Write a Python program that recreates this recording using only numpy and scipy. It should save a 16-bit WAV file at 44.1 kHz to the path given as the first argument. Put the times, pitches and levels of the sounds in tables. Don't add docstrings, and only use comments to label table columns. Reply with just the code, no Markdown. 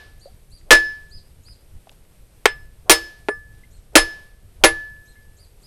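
import sys
import numpy as np
from scipy import signal
from scipy.fft import rfft, irfft
from scipy.io import wavfile
from scipy.ndimage import uniform_filter1d

SR = 44100
rng = np.random.default_rng(int(sys.argv[2]) if len(sys.argv) > 2 else 0)


def unload_wav(signal):
    wavfile.write(
        sys.argv[1],
        SR,
        np.round(np.clip(np.atleast_2d(signal).T, -1, 1) * 32767).astype(np.int16),
    )


def makeup_ratio(level_db):
    decades = np.asarray(level_db, float) / 20
    return 10 ** decades


N = 249606
LEAD = SR // 2
CRACKED_S = 1.5
BRIGHT_HZ = 1500

# (frequency [Hz], time to fade 60 dB [s])
SHED_NEAR = [(100, 0.067), (300, 0.047), (1000, 0.14), (4000, 0.15), (9000, 0.12), (11000, 0.093),
             (15000, 0.03)]


def evened(x):
    return x / np.sqrt(np.mean(x ** 2) + 1e-20)


def read(points, hz):
    f, value = np.transpose(points)
    return np.interp(np.log(hz + 1), np.log(f + 1), value)


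def add(mix, s, sound):
    part = mix[round(s * SR) + LEAD:][:len(sound)]
    part += sound[:len(part)]


def uneven(size, samples):
    return evened(uniform_filter1d(rng.standard_normal(size), samples))


def coloured(points, size):
    gain = makeup_ratio(read(points, np.fft.rfftfreq(size, 1 / SR)))
    return evened(irfft(rfft(rng.standard_normal(size)) * gain, size))


def causal(points):
    half = np.log(makeup_ratio(np.maximum(read(points, np.fft.rfftfreq(4096, 1 / SR)), -100)))
    whole = np.concatenate([half, half[-2:0:-1]])
    taps = np.fft.ifft(np.exp(whole - 1j * signal.hilbert(whole).imag)).real[:2048]
    return taps / np.linalg.norm(taps)


def resonate(x, hz, width):
    turn = np.exp(2j * np.pi * np.cumsum(hz * np.ones(len(x))) / SR)
    r = np.exp(-np.pi * width / SR)
    return 2 * (turn * signal.lfilter([1 - r], [1, -r], x / turn)).real


def ringing(hz, db, t60, t):
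    level_db = db[:, None] - 60 * np.maximum(t - .04, -.02) / t60[:, None]
    return makeup_ratio(level_db) * np.sin(2 * np.pi * hz[:, None] * t)


def echo_tail(decays):
    taps = np.zeros(SR)
    at = np.arange(260, SR - 20, 20)
    taps[at + rng.integers(0, 20, len(at))] = rng.choice([-1., 1.], len(at))
    hz, t, z = signal.stft(taps, SR, nperseg=256)
    fade = makeup_ratio(-60 * t / read(decays, hz)[:, None])
    tail = signal.istft(z * fade, SR, nperseg=256)[1]
    return tail / np.linalg.norm(tail)


def shed(x):
    # (frequency [Hz], time to fade 60 dB [s])
    far_walls = [(100, 0.27), (600, 0.61), (2000, 0.54), (5000, .65), (8500, 0.38), (12000, 0.62),
                 (14500, 0.094)]
    return signal.fftconvolve(x, echo_tail(SHED_NEAR) + makeup_ratio(-20) * echo_tail(far_walls))


def patchy_top(x):
    top = signal.oaconvolve(x, signal.firwin(255, 12550, pass_zero=False, fs=SR), "same")
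    missing = 1. * (uneven(N, 3000) < 0)
    return x - top * uniform_filter1d(missing, 600)


def insects():
    # (frequency [Hz], level [dB per Hz])
    hiss_colour = [(90, -27), (150, 2.5), (250, -5), (450, -3), (1000, -14.5), (2500, -15.5), (7200, -21),
                   (8600, -13.5), (9700, -21), (11400, -13.5), (12400, -16), (12600, -26.5), (14700, -29.5),
                   (15700, -45)]
    level_db = -59.5 + .8 * uneven(N, 6000)
    return patchy_top(makeup_ratio(level_db) * coloured(hiss_colour, N))


def breeze():
    # (frequency [Hz], level [dB per Hz])
    rumble_colour = [(5.9, -26), (10, 4.5), (64, -6), (85, -6.5), (103, -10), (140, -16), (250, -33),
                     (320, -47), (550, -120)]
    # (time [s], level [dB])
    gusts = [(0.0, -51.5), (0.65, -50), (2.11, -51), (3.01, -50.5), (3.47, -49.5), (3.91, -48.5),
             (4.34, -51), (4.76, -46), (5.04, -54), (5.66, -52)]
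    gust_db = np.interp(np.arange(N) / SR, *np.transpose(gusts))
    return makeup_ratio(gust_db + 3.1 * uneven(N, 2500) + 3.0) * coloured(rumble_colour, N)


def peep(s, length, top_hz, first_db, other_db):
    u = np.linspace(-1, 1, round(length * SR))
    rising = u < 0
    hz = top_hz * (1 - np.where(rising, .5, .55) * abs(u) ** np.where(rising, 2.1, 2.4))
    turns = 2 * np.pi * np.cumsum(hz) / SR
    hoarse, patchy = evened(uniform_filter1d(rng.standard_normal((2, len(u))), 120))
    first = makeup_ratio(first_db - np.where(rising, 95, 65) * u ** 4 + 1.5 * hoarse) * np.sin(turns)
    second = makeup_ratio(-68.5 + 9 * u ** 2 * rising + 3 * patchy) * np.sin(2 * turns)
    other_hz = 11150 - 1300 * np.exp(-(u + 1) / 0.5)
    other = makeup_ratio(other_db + 4.0 * hoarse) * np.sin(2 * np.pi * np.cumsum(other_hz) / SR)
    return s, np.sqrt(2) * (first + second + other) * signal.windows.tukey(len(u), .3)


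def chicks():
    # (time [s], length [s], top pitch [Hz], first partial [dB], neighbour's whistle [dB])
    peeps = [(0.19, .082, 4703, -55.5, -97), (0.492, 0.11, 4796, -56, -71), (1.087, .12, 5024, -49, -74),
             (1.425, .13, 4986, -52.5, -71), (3.7, .09, 4326, -69.5, -90), (5.05, .085, 4212, -64, -91.5),
             (5.36, .11, 4850, -58, -79), (5.612, .085, 5030, -55.5, -80)]
    # (frequency [Hz], time to fade 60 dB [s])
    hen_yard = [(3000, .4), (6000, .35), (11000, .15)]
    mix = np.zeros(N + LEAD)
    for row in peeps:
        add(mix, *peep(*row))
    mix += makeup_ratio(-5.5) * signal.fftconvolve(mix, echo_tail(SHED_NEAR))[:len(mix)]
    mix += makeup_ratio(-11) * signal.fftconvolve(mix, echo_tail(hen_yard))[:len(mix)]
    return mix


def touch(s, db, hz, t60):
    t = np.arange(2500) / SR
    scrape = resonate(resonate(rng.standard_normal(len(t)), hz, hz), hz, 0.71 * hz)
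    return s, makeup_ratio(db - 60 * t / t60) * evened(scrape)


def glug(s, db, start_hz, end_hz, t60):
    t = np.arange(round(t60 * SR)) / SR
    hz = end_hz + (start_hz - end_hz) * np.exp(-t / (0.13 * t60))
    tone = np.sin(2 * np.pi * np.cumsum(hz) / SR) * (1 - np.exp(-t / 0.0011))
    return s, makeup_ratio(db - 60 * (t / t60) ** 1.1) * tone


def steady_ring(s, db, hz, t60):
    return glug(s, db, hz, hz, t60)


def swing(end, db, length, hz):
    rise = np.linspace(0, 1, round(length * SR))
    rising_hz = hz * (.7 + .5 * rise)
    air = resonate(resonate(rng.standard_normal(len(rise)), rising_hz, 300), rising_hz, 400)
    return end - length, makeup_ratio(db) * evened(air) * rise ** 1.1


def hollow(x):
    return signal.sosfilt(signal.butter(4, 270, "high", fs=SR, output="sos"), x)


def tilt_db(hz, bright_db):
    octaves = max(np.log2(hz / BRIGHT_HZ), 0)
    return bright_db * (min(octaves, 1.1) if bright_db < 0 else octaves)


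def crackling(t60, t):
    noise = rng.standard_normal(SR)
    lumps_db = 3.0 * evened(uniform_filter1d(noise[::-1], size=160))
    crackle = noise * makeup_ratio(-60 * t / t60 + lumps_db)
    top = signal.sosfilt(signal.butter(2, 9400, "high", fs=SR, output="sos"), crackle)
    crackle -= top * (1 - makeup_ratio(-60 * t / 0.34))
    crackle[0] += 4.0
    return crackle


def knocked_shell(s, knock_db, bright_db, tap):
    # (frequency [Hz], level [dB per Hz])
    full_colour = [(88, -48), (150, -16), (370, 0), (900, -7), (1740, -8), (2400, -9), (9000, -19.5),
                   (15700, -34.5)]
    tap_colour = [(88, -44.5), (240, -26.5), (400, 0), (1200, -5.5), (1760, -1.5), (3300, -9),
                  (6000, -21.5), (15700, -33.5)]
    colour = []
    for f, db in (full_colour, tap_colour)[tap]:
        early_db = -5 * (s < CRACKED_S and f < BRIGHT_HZ)
        colour.append((f, db + tilt_db(f, bright_db) + early_db))
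    return makeup_ratio(knock_db) * hollow(np.pad(causal(colour), (0, 2048)))


def shell_thud(s, thud_db, bright_db, tap, t):
    # (frequency [Hz], time to fade 60 dB [s], full blow [dB], tap [dB])
    thud_modes = [(316, 0.12, -8, -31), (415, 0.063, -11.5, -6), (654, .05, -13.5, -29),
                  (883, 0.021, -16.5, -6), (1400, 0.014, -13.5, -17.5), (2440, 0.016, -3.5, -9.5),
                  (3208, 0.012, 0.7, -14.5)]
    thuds = []
    for f, fade, *db in thud_modes:
        level_db = thud_db + db[tap] + tilt_db(f, bright_db) - 60 * t / fade
        thuds.append(makeup_ratio(level_db) * np.sin(2 * np.pi * f * t))
    return hollow(makeup_ratio(-13.5 * (s < CRACKED_S)) * thuds[0] + sum(thuds[1:]))


def shell_ring(thud_db, tap, t):
    # (frequency [Hz], time to fade 60 dB [s], full blow [dB], tap [dB])
    shell_modes = [(333.6, 0.28, -27.5, -53.5), (464.7, .18, -24.5, -42), (528, .17, -37, -69.5),
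                   (619, 0.14, -27, -56.5), (799, 0.15, -29.5, -49.5), (958, 0.1, -34, -60),
                   (1195, 0.22, -36, -40.5)]
    hz, ring_s, *db = np.transpose(shell_modes)
    return ringing(hz, db[tap] + thud_db, ring_s, t).sum(0)


def blade(place, hum_db, over_db, grip, tap, t):
    overtone_hz = [2118, 4538, 5184, 8107, 8870, 9160, 10160, 10735, 10850, 11390, 12230, 12920, 13610]
    # (time to fade 60 dB [s], struck at heel [dB], middle [dB], tip [dB], tap [dB])
    overtones = [(0.12, -52, -27.5, -31, -44.5), (0.22, -42.5, -44, -31, -70.5), (.3, -25, -48, -28, -44.5),
                 (.1, -50.5, -46.5, -33, -47.5), (.12, -57.5, -59, -41.5, -79),
                 (0.078, -44, -39.5, -25.5, -68), (0.17, -35, -44.5, -60.5, -82.5),
                 (0.1, -70.5, -61, -28, -80), (0.12, -44, -24.5, -58, -72), (.45, -51.5, -76, -51.5, -70.5),
                 (.25, -53.5, -64, -63, -85), (.15, -67.5, -75, -38, -70.5), (0.076, -69, -64.5, -32, -76)]
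    hz = np.array(overtone_hz)
    t60, heel, middle, tip, glancing = np.transpose(overtones)
    u = 2 * np.clip(place, 0, 1)
    db = glancing if tap else heel + (middle - heel) * min(u, 1) + (tip - middle) * max(u - 1, 0)
    modes = ringing(hz, db + over_db, np.where(t60 > .4, grip * t60, t60), t)
    modes[2] *= abs(1 - 0.64 * np.exp(2j * np.pi * 9 * t))
    hum = ringing(*np.array([[1728], [hum_db], [grip * .5]]), t)[0]
    return modes.sum(0) + hum * abs(1 + .7 * np.exp(2j * np.pi * 4.5 * t - t / 0.089))


def deep_drift(t):
    drift = coloured([(8, -9.5), (22, 1), (45, -13.5), (110, -28.5), (300, -78.5)], SR)
    return drift * t / 0.049 * np.exp(1 - t / 0.028)


def blow(row, hit):
    s, knock_db, t60, bright_db, thud_db = row
    tap = int(t60 < .05)
    t = np.arange(SR) / SR
    crackle = crackling(t60, t)
    shell = knocked_shell(s, knock_db, bright_db, tap)
    thud = shell_thud(s, thud_db, bright_db, tap, t)
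    ring = (shell_ring(thud_db, tap, t) + blade(*hit, tap, t)) * (1 - np.exp(-t / 0.0084))
    scattered = np.pad(shell, (0, SR - len(shell))) * np.linalg.norm(crackle)
    wet = shed(scattered + 0.077 * thud + 0.028 * ring)[:SR]
    direct = signal.fftconvolve(crackle, shell)[:SR] + thud + ring
    shed_db = -4 + 31 * np.log10(t60 / 0.12)
    return s, direct + makeup_ratio(shed_db) * (wet + makeup_ratio(knock_db - 15) * deep_drift(t))


def scene():
    # (time [s], level [dB], pitch [Hz], time to fade 60 dB [s])
    touches = [(.613, -54, 1700, .01), (1.484, -47, 1500, .022), (1.56, -58, 3300, .015),
               (1.871, -45, 600, .05), (1.872, -56, 3000, .02), (1.894, -40, 2800, .014),
               (1.895, -47, 550, .04), (1.916, -50, 8000, .008), (1.917, -48, 600, .04),
               (1.925, -51, 4000, .012), (1.929, -53, 3000, .012), (2.05, -60, 2300, .02),
               (2.841, -57, 4500, .01), (3.548, -60, 4000, .03), (3.935, -58, 7000, .03),
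               (4.9, -64, 8000, .06), (4.965, -58, 2500, .02), (5.156, -60, 2500, .025)]
    # (time [s], level [dB], start pitch [Hz], end pitch [Hz], time to fade 60 dB [s])
    glugs = [
        (.257, -31, 540, 560, .045),
        (.272, -42, 620, 780, .08),
        (3.635, -43, 2050, 2100, .05),
        (3.647, -55, 2400, 3300, .03),
        (5.225, -62, 4900, 4700, .05),
    ]
    # (time [s], level [dB], pitch [Hz], time to fade 60
    # dB [s])
    further_rings = [(5.155, -49, 1728, .65), (5.16, -60, 2120, .2), (4.7, -65, 11540, 4.5),
                     (4.75, -66, 10850, 1.2), (2.95, -68, 12920, .8), (3.5, -58, 1729, .8),
                     (.8, -51, 4716, .4), (.826, -41, 5190, .4), (.76, -62, 11390, .5), (2.5, -63, 11390, .5),
                     (2.49, -78, 13610, 2.5), (2.52, -79, 14295, 2.5), (2.6, -79, 12915, 2.5),
                     (3.288, -48, 7400, .06), (3.287, -39, 9160, .12), (2.458, -36, 6700, .05),
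                     (2.4565, -14, 2600, .03), (3.288, -46, 3150, .05), (3.96, -30, 9170, .1)]
    # (end time [s], level [dB], length [s], pitch [Hz])
    swings = [(.706, -49, .06, 497), (2.895, -42.5, .05, 553), (3.953, -42.5, .035, 550),
              (4.636, -45.5, .04, 610)]
    # (time [s], knock [dB], crackle's time to fade 60 dB [s], brightness [dB per octave], thud [dB])
    blows = [
        (-.3, 1, 0.16, -3.5, -50),
        (.7067, -1.5, 0.12, -1, 0.5),
        (2.4561, -0.5, .034, 0.4, -3.5),
        (2.8962, -2.5, 0.11, 3, 0.24),
        (3.2859, -14.5, 0.041, -11.5, -4),
        (3.9543, 3, .088, 1.2, -0.07),
        (4.638, 0.5, 0.082, -0.25, 0.27),
    ]
    # (place struck [0 heel, .5 middle, 1 tip], hum [dB], overtones [dB],
    # grip [factor on the long rings])
    blade_hits = [(.1, -9, -50, .94), (.01, -6.5, -0.34, 0.9), (0.13, -27.5, 0.3, .7),
                  (1, -20.5, 2.7, 0.96), (1, -29, -15.5, 0.81), (0.23, -16.5, 10, .94),
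                  (.49, -18.5, 2.4, 1.4)]
    near = np.zeros(N + LEAD)
    for rows, source in ((touches, touch), (glugs, glug), (further_rings, steady_ring), (swings, swing)):
        for row in rows:
            add(near, *source(*row))
    for row, hit in zip(blows, blade_hits):
        add(near, *blow(row, hit))
    return ((near + chicks())[LEAD:] + insects() + breeze())[None]


def top_cut(x):
    return signal.sosfilt(signal.butter(12, 15850, fs=SR, output="sos"), x)


def record(dry):
    overloaded = np.clip(dry, -.97, .97)
    return top_cut(overloaded)


dry = scene()
out = record(dry)
unload_wav(out)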